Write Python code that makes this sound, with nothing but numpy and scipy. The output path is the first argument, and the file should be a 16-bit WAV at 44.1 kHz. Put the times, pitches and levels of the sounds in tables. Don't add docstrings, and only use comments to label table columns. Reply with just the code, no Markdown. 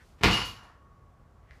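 import sys
import numpy as np
from scipy import signal
from scipy.fft import rfft, irfft
from scipy.io import wavfile

SR = 44100
rng = np.random.default_rng(int(sys.argv[2]) if len(sys.argv) > 2 else 0)


def unload_wav(signal):
    wavfile.write(
        sys.argv[1],
        SR,
        np.round(np.clip(np.atleast_2d(signal).T, -1, 1) * 32767).astype(np.int16),
    )


N = 70560


def undb(db):
    return 10 ** (np.asarray(db) / 20)


def along(points, hz):
    point_hz, values = np.array(points, float).T
    return np.interp(np.log(np.maximum(hz, 1)), np.log(point_hz), values)


def add(out, start_s, sound):
    i = max(int(start_s * SR), 0)
    out[i:i + len(sound)] += sound[:max(N - i, 0)]


def click(spectrum, tilt_db, size=2048):
    hz = np.fft.rfftfreq(size, 1 / SR)
    octaves = np.log2(np.maximum(hz, 200) / 2000)
    cepstrum = irfft(np.log(undb(along(spectrum, hz) + tilt_db * octaves)))
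    cepstrum[1:size // 2] *= 2
    cepstrum[size // 2 + 1:] = 0
    pulse = irfft(np.exp(rfft(cepstrum)))
    return pulse / np.linalg.norm(pulse)


def noise(gain):
    coloured = irfft(rfft(rng.standard_normal(N)) * gain, N)
    return coloured / coloured.std()


def partials(modes, longest_s=1.4):
    hz, db, t60 = np.array(modes, float).T[:, :, None]
    t = np.arange(int(min(1.3 * t60.max(), longest_s) * SR)) / SR
    return undb(db) * np.sin(2 * np.pi * hz * t) * np.exp(-np.log(1000) * t / t60)


def sole_slaps():
    # start_s, level_db, tilt_db_per_octave
    footfalls = [(0.2104, -21, -5), (0.2354, 7, 0)]
    # frequency_hz, level_db
    slap_spectrum = [(60, -26), (120, -13.5), (190, -2), (330, -2), (460, 4), (590, -7), (780, -0.5),
                     (1150, 0.5), (1550, -1), (2500, 1.5), (3500, -4.5), (4500, -7), (6200, -17.5),
                     (8500, -25.5), (11000, -28), (15000, -35)]
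    out = np.zeros(N)
    for start_s, level_db, tilt_db in footfalls:
        add(out, start_s, -undb(level_db) * click(slap_spectrum, tilt_db))
    return out


def floor_boom():
    # start_s, level_db, length_s
    loads = [(0.2107, -43, 0.0016), (0.2362, -25.5, 0.0013), (.2573, -21, .001), (0.2986, -25, 0.0017),
             (0.4263, -37.5, 0.0096), (1.015, -48, .008), (1.499, -49, 0.0079)]
    # pitch_hz, level_db, t60_s
    floor_modes = [(52, -17, 0.66), (63, -11.5, .4), (85.1, -3.5, 0.32), (100, -10.5, 0.25),
                   (116.3, -4.5, .36), (134.6, -5, .3), (166, -5.5, 0.23), (198, 0.5, 0.19),
                   (274.2, -7.5, .25), (322, -5, 0.33), (466.5, -5.5, .16)]
    force = np.zeros(N)
    for start_s, level_db, length_s in loads:
        push = np.hanning(int(length_s * SR) + 2)
        add(force, start_s, undb(level_db) * push / push.sum())
    return signal.fftconvolve(force, partials(floor_modes).sum(0))[:N]


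def plates(rebounds_per_s=350, rebound_db=-6, rebound_decay_s=0.0091, scatter_db=3.5, size=4096):
    # start_s, ring_db, clack_db, tilt_db_per_octave
    knocks = [(.243, -32.5, -17, -3.5), (.281, -31.5, -7, -5), (0.3114, -26, -8, 0.5),
              (.331, -24, -12.5, 1.5), (0.3384, -28.5, -10, 1), (.371, -26, -12, -.5),
              (.397, -35, -14.5, 0), (.417, -28.5, -20, -1), (.452, -48, -26.5, 7.5), (.466, -49, -26.5, 2),
              (0.487, -44, -38, -2), (.564, -48.5, -39, -14), (.632, -64, -43, 3.5)]
    # pitch_hz, level_db, t60_s
    plate_modes = [(1100.8, -13.5, .34), (1398, -17, 0.3), (2320, -16.5, 0.17), (2895, -9, .2),
                   (2860, -0.5, .23), (2922, -9, .28), (3040, -11.5, .3), (4416, -14, 0.32),
                   (5250, -17.5, 0.24), (5580, -20.5, .33), (5995, -22, .42), (7130, -21.5, .3),
                   (7580, -26.5, .34), (10400, -33.5, .36)]
    # frequency_hz, level_db
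    clack_spectrum = [(200, -9.5), (600, -6.5), (1100, 5.5), (1600, -2), (2900, 3), (3600, -2.5),
                      (4600, -0.5), (6500, -16.5), (8800, -27.5), (10500, -21), (12000, -28), (15000, -34)]
    clacks, rings = np.zeros(N), np.zeros(N)
    iron = partials(plate_modes)
    rebound_fade = undb(rebound_db) * np.exp(-np.arange(size) / SR / rebound_decay_s)
    for start_s, ring_db, clack_db, tilt_db in knocks:
        rebounds = rng.random(size) < rebounds_per_s / SR
        contacts = rebounds * rng.standard_normal(size) * rebound_fade
        contacts[0] = 1
        contacts /= np.linalg.norm(contacts)
        clack = signal.fftconvolve(contacts, click(clack_spectrum, tilt_db))
        add(clacks, start_s, undb(clack_db) * clack)
        mode_gains = undb(ring_db + scatter_db * rng.standard_normal(len(iron)))
        add(rings, start_s, mode_gains @ iron)
    return clacks, rings, plate_jangle(knocks)


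def plate_jangle(knocks, count=60, gain_db=-43, t60_s=0.32, scatter_db=5.5):
    # frequency_hz, level_db
    jangle_spectrum = [(1100, -1), (3200, 0), (4600, 0), (6000, -6.5), (7400, -9.5), (8800, -20),
                       (10500, -7.5), (11800, -21.5), (15000, -30.5)]
    pitches_hz = np.linspace(1100, 14800, count) + 90 * rng.uniform(-1, 1, count)
    octaves = np.log2(pitches_hz / 2000)
    iron = partials([(hz, gain_db + along(jangle_spectrum, hz), t60_s) for hz in pitches_hz])
    out = np.zeros(N)
    for start_s, _, clack_db, tilt_db in knocks:
        gains = undb(clack_db + tilt_db * octaves + scatter_db * rng.standard_normal(count))
        signs = rng.choice([-1, 1], count)
        add(out, start_s, (gains * signs) @ iron)
    return out


def shoe_taps():
    # start_s, level_db, tilt_db_per_octave
    steps = [(1.430, -51.5, 1), (1.5095, -28.5, -2), (1.542, -48.5, -0.5)]
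    # frequency_hz, level_db
    tap_spectrum = [(300, -22), (1300, -10.5), (1950, 3.5), (2700, -13.5), (4500, -15), (7500, -29),
                    (15000, -40)]
    out = np.zeros(N)
    for start_s, level_db, tilt_db in steps:
        add(out, start_s, undb(level_db) * click(tap_spectrum, tilt_db))
    return out


def scuffs():
    # peak_s, half_length_s, level_db, centre_hz, width_hz
    rubs = [(.01, .03, -61, 1700, 900), (0.068, 0.11, -69.5, 3000, 7030), (.195, .014, -64.5, 1500, 3000),
            (.216, .005, -46.5, 900, 2200), (0.233, .006, -37.5, 1110, 2200),
            (0.633, .12, -55.5, 1000, 904), (0.692, 0.081, -67, 1800, 160), (1.516, .06, -66.5, 1900, 900),
            (1.56, .05, -75, 4500, 5970)]
    t = np.arange(N) / SR
    hz = np.fft.rfftfreq(N, 1 / SR) + 1
    out = np.zeros(N)
    for peak_s, half_length_s, level_db, centre_hz, width_hz in rubs:
        swell = np.exp(-((t - peak_s) / half_length_s) ** 2)
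        band = 1 / (1 + ((hz - centre_hz ** 2 / hz) / width_hz) ** 2)
        out += undb(level_db) * swell * noise(band)
    return out


def bar_ring():
    # start_s, level_db
    shifts = [(0.239, -61.5), (.53, -61), (.82, -68)]
    # pitch_hz, level_db, t60_s
    bar_modes = [(1110, -3, 3.1), (1128, -6.5, 4.8), (1224, -1, .6), (1265, -4.5, .6), (1390, -6, .7),
                 (1841, -6, .6)]
    steel = partials(bar_modes).sum(0)
    out = np.zeros(N)
    for start_s, level_db in shifts:
        add(out, start_s, undb(level_db) * steel)
    return out


def gym_response(bands=8, tail_db=6, build_s=0.0064):
    # delay_s, level_db
    echoes = [(.0029, -5), (.0072, -1.5), (0.0115, -7), (0.0228, -9)]
    # frequency_hz, t60_s
    decay_times = [(100, 0.87), (300, 0.44), (1000, 0.49), (2500, 0.41), (6000, .47), (14000, .42)]
    t = np.arange(N) / SR
    hz = np.fft.rfftfreq(N, 1 / SR)
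    centres_hz = np.geomspace(100, 14000, bands)
    white = rfft(rng.standard_normal(N))
    tail = np.zeros(N)
    for centre_hz, share in zip(centres_hz, np.eye(bands)):
        band = irfft(white * along(list(zip(centres_hz, share)), hz), N)
        tail += band * np.exp(-np.log(1000) * t / along(decay_times, centre_hz))
    tail *= 1 - np.exp(-(t / build_s) ** 2)
    response = undb(tail_db) * tail / np.linalg.norm(tail)
    for delay_s, level_db in echoes:
        add(response, delay_s, undb([level_db]))
    return response


def room_tone(level_db=-55.5):
    # frequency_hz, level_db
    rumble_spectrum = [(25, 1), (50, 3), (95, -0.5), (160, -9), (280, -16), (550, -17.5), (900, -20),
                       (1200, -19.5), (1700, -28), (2400, -35), (3500, -40.5), (7500, -44.5), (9000, -48),
                       (15000, -52)]
    hz = np.fft.rfftfreq(N, 1 / SR)
    return undb(level_db) * noise(undb(along(rumble_spectrum, hz)))


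def scene():
    walls = gym_response()
    slaps, taps = sole_slaps(), shoe_taps()
    clacks, rings, jangle = plates()
    direct = slaps + taps + undb(-2.5) * clacks + undb(-5) * rings
    to_walls = slaps + undb(-7) * taps + clacks + undb(-20) * rings
    reverb = signal.fftconvolve(to_walls, walls)[:N]
    return (direct + reverb + jangle + floor_boom() + bar_ring() + scuffs() + room_tone())[None]


def record(dry, smear_hz=2600, smear_q=0.8, limit=0.9, low_cut_hz=39, high_cut_hz=15300):
    band = signal.lfilter(*signal.iirpeak(smear_hz, smear_q, fs=SR), dry)
    smeared = dry - 2 * band
    rounded = limit * np.tanh(smeared / limit)
    low_cut = signal.butter(5, low_cut_hz, "high", fs=SR, output="sos")
    high_cut = signal.ellip(10, 0.2, 80, high_cut_hz, fs=SR, output="sos")
    return signal.sosfilt(high_cut, signal.sosfilt(low_cut, rounded))


dry = scene()
out = record(dry)
unload_wav(out)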